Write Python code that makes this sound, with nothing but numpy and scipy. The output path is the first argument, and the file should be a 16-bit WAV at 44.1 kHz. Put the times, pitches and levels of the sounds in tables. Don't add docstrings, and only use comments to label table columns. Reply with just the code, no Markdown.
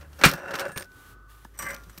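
import sys
import numpy as np
from scipy import signal
from scipy.fft import rfft, irfft
from scipy.io import wavfile

SR = 44100
rng = np.random.default_rng(int(sys.argv[2]) if len(sys.argv) > 2 else 0)


def file_out(sig):
    cols = np.atleast_2d(sig).T
    lim = np.clip(cols, -1, 1)
    pcm = np.round(lim * 32767).astype(np.int16)
    wavfile.write(sys.argv[1], SR, pcm)


N = 88200

GRIND_PER_S, GRIND_SPREAD_DB = 5000, 5
# f/Hz, density/dB
GRIT_SPECTRUM = [(100, -36), (1500, -4), (3000, -4.5), (5500, 0), (7500, -6), (9000, -5), (10500, -9),
                 (13000, -0.5), (16000, -8)]
# f/Hz, density/dB
FIRST_SPECTRUM = [(40, -27.5), (140, -7), (300, -3.5), (550, -0.5), (750, -1.5), (1100, -3.5), (1650, 0.5),
                  (2100, -14), (2800, -18.5), (3600, -28.5), (8000, -29.5), (16000, -59)]
# f/Hz, width/Hz, boost/dB
FIRST_RESONANCES = [(367, 13, 9.5), (556.4, 22, 13.5), (1465, 93, 8.2), (1700, 27, 6.9), (2710, 49, 17),
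                    (3850, 30, 13)]


def amp(db):
    return 10 ** (np.asarray(db) / 20)


def unit_rms(x):
    return x / np.sqrt(np.mean(x ** 2) + 1e-20)


def at_hz(points, hz):
    f, value = np.transpose(points)
    return np.interp(np.log(hz + 1), np.log(f + 1), value)


def add(mix, start_s, sound):
    part = mix[round(start_s * SR):][:len(sound)]
    part += sound[:len(part)]


def decay(t, t60):
    return np.exp(-np.log(1000) * t / np.maximum(t60, 1e-3))


def envelope(curve):
    s, db = np.transpose(curve)
    return amp(np.interp(np.arange(N) / SR, s, db, left=-120, right=-120))


def colour(x, spectrum, resonances=(), tilt=0, size=8192):
    hz = abs(np.fft.fftfreq(size, 1 / SR))
    gain = amp(at_hz(spectrum, hz) + tilt * np.log2(np.maximum(hz, 500) / 2000))
    peaks = sum(amp(db) ** 2 / (1 + (2 * (hz - f) / width) ** 2) for f, width, db in resonances)
    log_gain = np.log(gain * np.sqrt(1 + peaks) + 1e-6)
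    taps = np.fft.ifft(np.exp(np.conj(signal.hilbert(log_gain)))).real
    return unit_rms(signal.fftconvolve(x, taps[:size // 2])[:len(x)])


def flat_noise(size=16384):
    return unit_rms(irfft(np.exp(2j * np.pi * rng.random(size // 2 + 1))))


def ring(modes, size=24000):
    t = np.arange(size) / SR
    return sum((-1) ** k * amp(db) * decay(t, t60) * np.sin(2 * np.pi * hz * t)
               for k, (hz, db, t60) in enumerate(modes))


def burst(spectrum, t60, tilt=0):
    noise = colour(flat_noise(), spectrum, tilt=tilt)
    return noise * decay(np.arange(len(noise)) / SR, t60)


def grains(per_s, spread_db):
    size = amp(spread_db * np.minimum(rng.exponential(1, N), 4))
    return size * rng.choice([-1., 1.], N) * (rng.random(N) < per_s / SR)


def outdoors():
    # t/s, f/Hz, level/dB
    hum_course = [(0, 75.1, -45.5), (0.2, 72.83, -50.5), (0.35, 56, -77), (0.65, 45.48, -68),
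                  (1.08, 47.36, -59.5), (1.241, 50.03, -50.5), (1.42, 53.43, -53.5), (1.9, 52.9, -48),
                  (2.0, 53.4, -66.5)]
    # f/Hz, density/dB
    air_spectrum = [(20, -20), (45, -5.5), (95, 3), (170, -10.5), (380, -10.5), (700, -22.5), (1400, -17),
                    (2200, -31), (5000, -36), (10000, -44.5), (16000, -42)]
    octave_db, air_db, swell_db = -13.5, -57.5, -2.5
    t = np.arange(N) / SR
    s, hz, db = np.transpose(hum_course)
    phase = 2 * np.pi * np.cumsum(np.interp(t, s, hz)) / SR
    hum = amp(np.interp(t, s, db)) * unit_rms(np.sin(phase) + amp(octave_db) * np.sin(2 * phase))
    swell = sum(np.sin(2 * np.pi * (f * t + rng.random())) / np.sqrt(f) for f in np.geomspace(.7, 8, 20))
    air = colour(rng.standard_normal(N), air_spectrum)
    return hum + amp(air_db + swell_db * unit_rms(swell)) * air


def hiss():
    # t/s, level/dB
    course = [(0, -59), (0.08, -67), (0.18, -56.5), (0.4, -68.5), (0.89, -67), (0.97, -58), (1.11, -56),
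              (1.135, -60.5), (1.16, -76.5), (1.275, -74), (1.30, -57), (1.36, -60.5), (1.45, -61.5),
              (1.5, -67.5), (1.8, -63.5), (2.0, -60)]
    # f/Hz, density/dB
    spectrum = [(200, -12), (900, 5.5), (1650, 8.5), (2200, 2.5), (3200, 4), (5000, -1.5), (8000, -0.5),
                (13000, 1), (16000, -2.5)]
    return envelope(course) * colour(rng.standard_normal(N), spectrum)


def grinding(course, spectrum, resonances):
    return envelope(course) * colour(grains(GRIND_PER_S, GRIND_SPREAD_DB), spectrum, resonances)


def scuff():
    # t/s, level/dB
    course = [(0.0, -50.5), (0.012, -59.5), (0.03, -49.5), (0.05, -56), (0.15, -88)]
    return grinding(course, FIRST_SPECTRUM, FIRST_RESONANCES)


def grit_snaps():
    # t/s, level/dB, tilt/(dB/octave), t60/s
    snaps = [(0.010, -48, -8, 0.11), (0.1302, -49.5, -5, 0.046), (0.191, -45.5, -3, 0.026),
             (0.214, -27.5, -8.5, .025), (0.228, -37, 13, 0.013), (0.2975, -25, 9, .02),
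             (0.3137, -26.5, -2.5, 0.025), (0.3357, -31.5, 0.5, .04), (0.508, -35, -7, 0.075),
             (0.5410, -30, -6, 0.023), (0.5546, -28, -4.5, 0.041), (0.5886, -28.5, -8.5, 0.022),
             (0.5950, -25.5, -6, 0.05), (0.6035, -38, 2, 0.038), (0.6536, -31.5, -6.5, 0.011),
             (0.774, -32, 7, 0.024), (0.7758, -21.5, -3.5, 0.011), (0.7803, -30, -4, 0.018),
             (0.7816, -26, -1.5, 0.0076), (0.7980, -37, 0, 0.017), (0.8083, -33, -7, 0.019),
             (0.8236, -33, -5, 0.02), (0.829, -36, -3.5, 0.006), (0.9178, -49.5, -5, .015),
             (1.4475, -49.5, -1, 0.043), (1.7005, -34, -10.5, 0.011), (1.7440, -34, 3, 0.014),
             (1.747, -34.5, -3, 0.014), (1.7640, -34.5, -6, 0.0082), (1.8370, -51, -2, 0.045),
             (1.9773, -37, -2.5, 0.01), (1.9810, -37, -1, 0.015), (1.985, -37, 5, 0.01)]
    out = np.zeros(N)
    for s, db, tilt, t60 in snaps:
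        add(out, s, amp(db) * burst(GRIT_SPECTRUM, t60, tilt))
    return out


def drags():
    # t/s, grinding level/dB, grit level/dB
    first_course = [(0.186, -52, -61), (0.197, -40, -51), (0.235, -38, -54), (0.29, -50, -33.5),
                    (0.33, -33.5, -47.5), (0.365, -38, -54), (0.39, -38.5, -57), (0.416, -43, -66),
                    (0.488, -34.5, -60.5), (0.533, -36, -69), (0.542, -30.5, -47), (0.578, -37, -52),
                    (0.602, -28.5, -37), (0.635, -34, -62), (0.66, -32.5, -60), (0.695, -38.5, -60),
                    (0.75, -57, -70), (0.805, -41.5, -50), (0.86, -56, -62.5)]
    second_course = [(1.535, -71, -73), (1.556, -54, -64), (1.585, -62, -63), (1.594, -37, -51),
                     (1.63, -37, -48), (1.66, -38.5, -47), (1.678, -36.5, -55), (1.708, -40.5, -54),
                     (1.738, -40.5, -47.5), (1.776, -51, -61), (1.86, -72, -72), (2.0, -56.5, -60)]
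    # f/Hz, density/dB
    second_spectrum = [(40, -30.5), (170, 2), (430, -9.5), (750, -5.5), (1150, -2.5), (1400, -2.5),
                       (1850, 1.5), (2400, -9.5), (3400, -24.5), (8000, -37), (16000, -63.5)]
    # f/Hz, width/Hz, boost/dB
    second_resonances = [(555, 12, 22.3), (1043, 11.6, 8.87), (1162.5, 14, 16.8), (1250, 12.57, 8.3),
                         (1566, 32.6, 5.3), (2080, 17.3, 5.8), (2344, 19.9, 11.53), (2980, 31.2, 18)]
    first_tines = [(3560, 40, 3.5), (4550, 60, 4.5), (5360, 90, 8.5), (5700, 130, 5), (7176, 40, 6),
                   (8755, 37, 5), (9300, 40, 5.5)]
    second_tines = [(5100, 53, 4.3), (5900, 58, 19), (7170, 50, 7.3), (7960, 60, 10), (8550, 110, 11),
                    (12600, 40, 8), (13100, 300, 5), (14220, 40, 11)]
    pulls = [(first_course, FIRST_SPECTRUM, FIRST_RESONANCES, first_tines),
             (second_course, second_spectrum, second_resonances, second_tines)]
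    out = np.zeros(N)
    for course, spectrum, head_resonances, tine_resonances in pulls:
        s, grind_db, grit_db = np.transpose(course)
        out += grinding(np.c_[s, grind_db], spectrum, head_resonances)
        grit = colour(grains(per_s=4300, spread_db=7.5), GRIT_SPECTRUM, tine_resonances)
        out += envelope(np.c_[s, grit_db]) * grit
    return out


def thump():
    # f/Hz, density/dB
    spectrum = [(25, -31.5), (55, 7.5), (100, -11), (150, 3), (200, -2), (240, -11.5), (340, -7.5),
                (600, -17), (2000, -41), (16000, -81.5)]
    # f/Hz, level/dB, t60/s
    handle_modes = [(55.5, -10.5, 0.15), (150.2, -3.5, .1), (186, -3, 0.13), (244, -12.5, 0.034),
                    (338.6, -7.5, 0.12)]
    noise_db, rise_s = -2.5, .003
    push = amp(noise_db) * burst(spectrum, t60=.075)
    onset = np.minimum(np.arange(len(push)) / SR / rise_s, 1)
    return (push + ring(handle_modes, size=len(push))) * onset


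def clank():
    # t/s, level/dB, tilt/(dB/octave), thump level/dB
    blows = [(0.2129, -31, -2, -56.5), (0.2367, -8, -0.5, -22), (0.2416, -15, -0.5, -25),
             (0.2507, -14, 8, -31), (0.2553, -29.5, 6.5, -10.5), (0.2595, -21, 8, -23.5),
             (0.2630, -26, 1.5, -18), (0.2850, -29, -1, -31.5), (0.381, -48, -1, -71),
             (0.5370, -31, -4, -43), (0.6031, -36, 4.5, -42.5), (0.7604, -37, -4, -35)]
    # f/Hz, density/dB
    clang_spectrum = [(100, -11.5), (350, -4.5), (650, -8), (900, -3), (1400, 0), (2300, -1.5),
                      (3300, -7.5), (4000, -6), (6000, -14), (8500, -16.5), (10400, -22.5), (12500, -22),
                      (16000, -24.5)]
    # f/Hz, t60/s
    clang_t60 = [(200, 0.089), (1500, 0.15), (4000, 0.13), (9000, 0.099), (16000, 0.041)]
    # f/Hz, relative level/dB, t60/s
    head_modes = [(148.5, -7.5, .2), (189, -4, 0.14), (275.8, -9.5, .2), (389, -12.5, 0.18),
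                  (526.8, -7, 0.22), (1236, -7.5, .13), (1300, -6.5, 0.12), (1373, -5, 0.11),
                  (1486, -12.5, .18), (1615, -17.5, .15), (1657, -8.5, 0.086), (1797, -10, 0.083),
                  (1813, -11.5, 0.1), (2226, -2.5, 0.11), (2330, -6, 0.055), (2437, -4.5, 0.12),
                  (2770, -8, 0.12), (3085, -13, 0.097), (4102, -15, .12), (5566, -15.5, 0.065),
                  (6101, -13.5, 0.092), (8610, -12, .09)]
    # f/Hz, level/dB, t60/s
    afterring_modes = [(1260, -45.5, 0.41), (1405, -42, 0.43), (1600, -40.5, 0.45), (2411, -48.5, 0.62),
                       (3000, -49.5, .55), (5660, -46, 0.34), (5814, -53, 1), (8400, -54.5, 0.66)]
    head_db, heaviest_blow_s = -4, 0.237
    out = np.zeros(N)
    for s, db, tilt, thump_db in blows:
        noise = colour(flat_noise(), clang_spectrum, tilt=tilt)
        hz, t, bands = signal.stft(noise, SR, nperseg=256)
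        dying_bands = bands * decay(t, at_hz(clang_t60, hz)[:, None])
        _, clang = signal.istft(dying_bands, SR, nperseg=256)
        add(out, s, amp(db) * clang)
        add(out, s, amp(db + head_db) * ring(head_modes))
        add(out, s, amp(thump_db) * thump())
    add(out, heaviest_blow_s, ring(afterring_modes))
    return out


def handle_bumps():
    # t/s, level/dB
    bumps = [(0.337, -31.5), (0.478, -45), (0.683, -41.5), (0.719, -44.5), (0.7617, -33), (1.640, -40.5),
             (1.863, -47.5), (1.973, -43.5)]
    out = np.zeros(N)
    for s, db in bumps:
        add(out, s, amp(db) * thump())
    return out


def tine_pings():
    # t/s, ring level/dB, tick level/dB, which tine
    slips = [(0.594, -51.5, -59, "outer"), (0.6828, -62, -45.5, "outer"), (0.718, -51, -44.5, "outer"),
             (0.7627, -43, -53, "outer"), (0.7772, -45, -49, "outer"), (1.5764, -51.5, -56, "inner"),
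             (1.5895, -33, -36, "inner"), (1.6235, -40, -33, "inner"), (1.666, -45.5, -50, "inner"),
             (1.6869, -45, -42, "inner"), (1.7043, -43.5, -37, "inner"), (1.8960, -66, -47, "inner")]
    tine_modes = {"outer": [(1500, -3.5, .25), (5550, -18, .15), (6650, -21, .25), (8730, 1, 0.48),
                  (9650, -4, 0.17), (14255, -13, 0.18)], "inner": [(5706, -11, 0.16), (5823, -3, 0.13),
                  (7210, -13, 0.14), (7962, -6, 0.14), (8360, -9, 0.3), (8410, 4, 0.043), (9100, -11, .18),
                  (12597, -13, 0.16), (12800, -15, 0.071), (13189, -4.5, .08), (14061, -10, 0.13),
                  (14223, -25.5, 0.26), (14556, -11.5, .18)]}
    # f/Hz, density/dB
    tick_spectrum = [(200, -25), (1500, 15.5), (2800, 0.5), (4000, 0), (6000, -0.5), (8400, 6),
                     (10800, -5.5), (13100, 1), (16000, -7)]
    rest_s = 0.820
    tines = {name: np.zeros(N) for name in tine_modes}
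    for s, ring_db, tick_db, name in slips:
        add(tines[name], s, amp(ring_db) * ring(tine_modes[name]))
        add(tines[name], s, amp(tick_db) * burst(tick_spectrum, t60=.065))
    since_rest = np.maximum(np.arange(N) / SR - rest_s, 0)
    return tines["inner"] + tines["outer"] * decay(since_rest, t60=0.054)


def lingering_ring():
    # start/s, end/s, f/Hz, width/Hz, level/dB, rise/s, fall/s
    tones = [(0.85, 1.575, 1497, 0.87, -54.5, 0.0073, 0.68), (0.902, 1.514, 1215, 107, -61, 0.058, 0.15),
             (1.72, 1.887, 1400, 4.3, -49, 0.034, 0.16), (0.71, 0.84, 1700, 4.9, -48.5, 0.015, 0.047)]
    t, hz = np.arange(N) / SR, np.fft.rfftfreq(N, 1 / SR)
    out = np.zeros(N)
    for start, end, f, width, db, rise, fall in tones:
        drift = np.cumsum(rng.standard_normal(N)) * np.sqrt(2 * np.pi * abs(width) / SR)
        wavering = np.sin(2 * np.pi * f * t + drift)
        tone = irfft(rfft(wavering) / (1 + ((hz - f) / 150) ** 4), N)
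        swell = np.clip((t - start) / rise, 0, 1) * np.clip((end - t) / fall, 0, 1)
        out += amp(db) * unit_rms(tone) * swell
    return out


def case_knocks():
    # t/s, level/dB
    knocks = [(0.7753, -28.5), (1.4506, -34)]
    # f/Hz, relative level/dB, t60/s
    case_modes = [(210, -5, 0.035), (326, -11, 0.036), (910, -1, 0.019), (1200, -6.5, 0.014),
                  (1706, -7.5, 0.035)]
    out = np.zeros(N)
    for s, db in knocks:
        add(out, s, amp(db) * ring(case_modes))
    return out


def judder():
    # t/s, level/dB
    course = [(1.61, -63), (1.635, -43), (1.66, -38.5), (1.673, -35), (1.705, -31.5), (1.735, -54.5),
              (1.79, -71)]
    # f/Hz, density/dB
    spectrum = [(100, -39.5), (1200, -16), (1600, 0), (2150, 0), (2800, -19.5), (16000, -57.5)]
    # f/Hz, width/Hz, boost/dB
    resonances = [(1596, 12, 26), (1736, 10, 19), (1709, 14, 12), (1810, 20, 17.5), (1905, 16, 10.5),
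                  (2060, 14, 27.5)]
    return grinding(course, spectrum, resonances)


def scene():
    scraping = scuff() + drags() + judder()
    impacts = clank() + grit_snaps() + handle_bumps() + case_knocks()
    return (scraping + impacts + tine_pings() + lingering_ring() + outdoors() + hiss())[None]


def record(dry):
    rounded = dry / (1 + dry ** 6) ** (1 / 6)
    lowpass = signal.firwin(511, cutoff=15780, window=("kaiser", 9), fs=SR)
    return signal.oaconvolve(rounded, lowpass[None], "same")


dry = scene()
out = record(dry)
file_out(out)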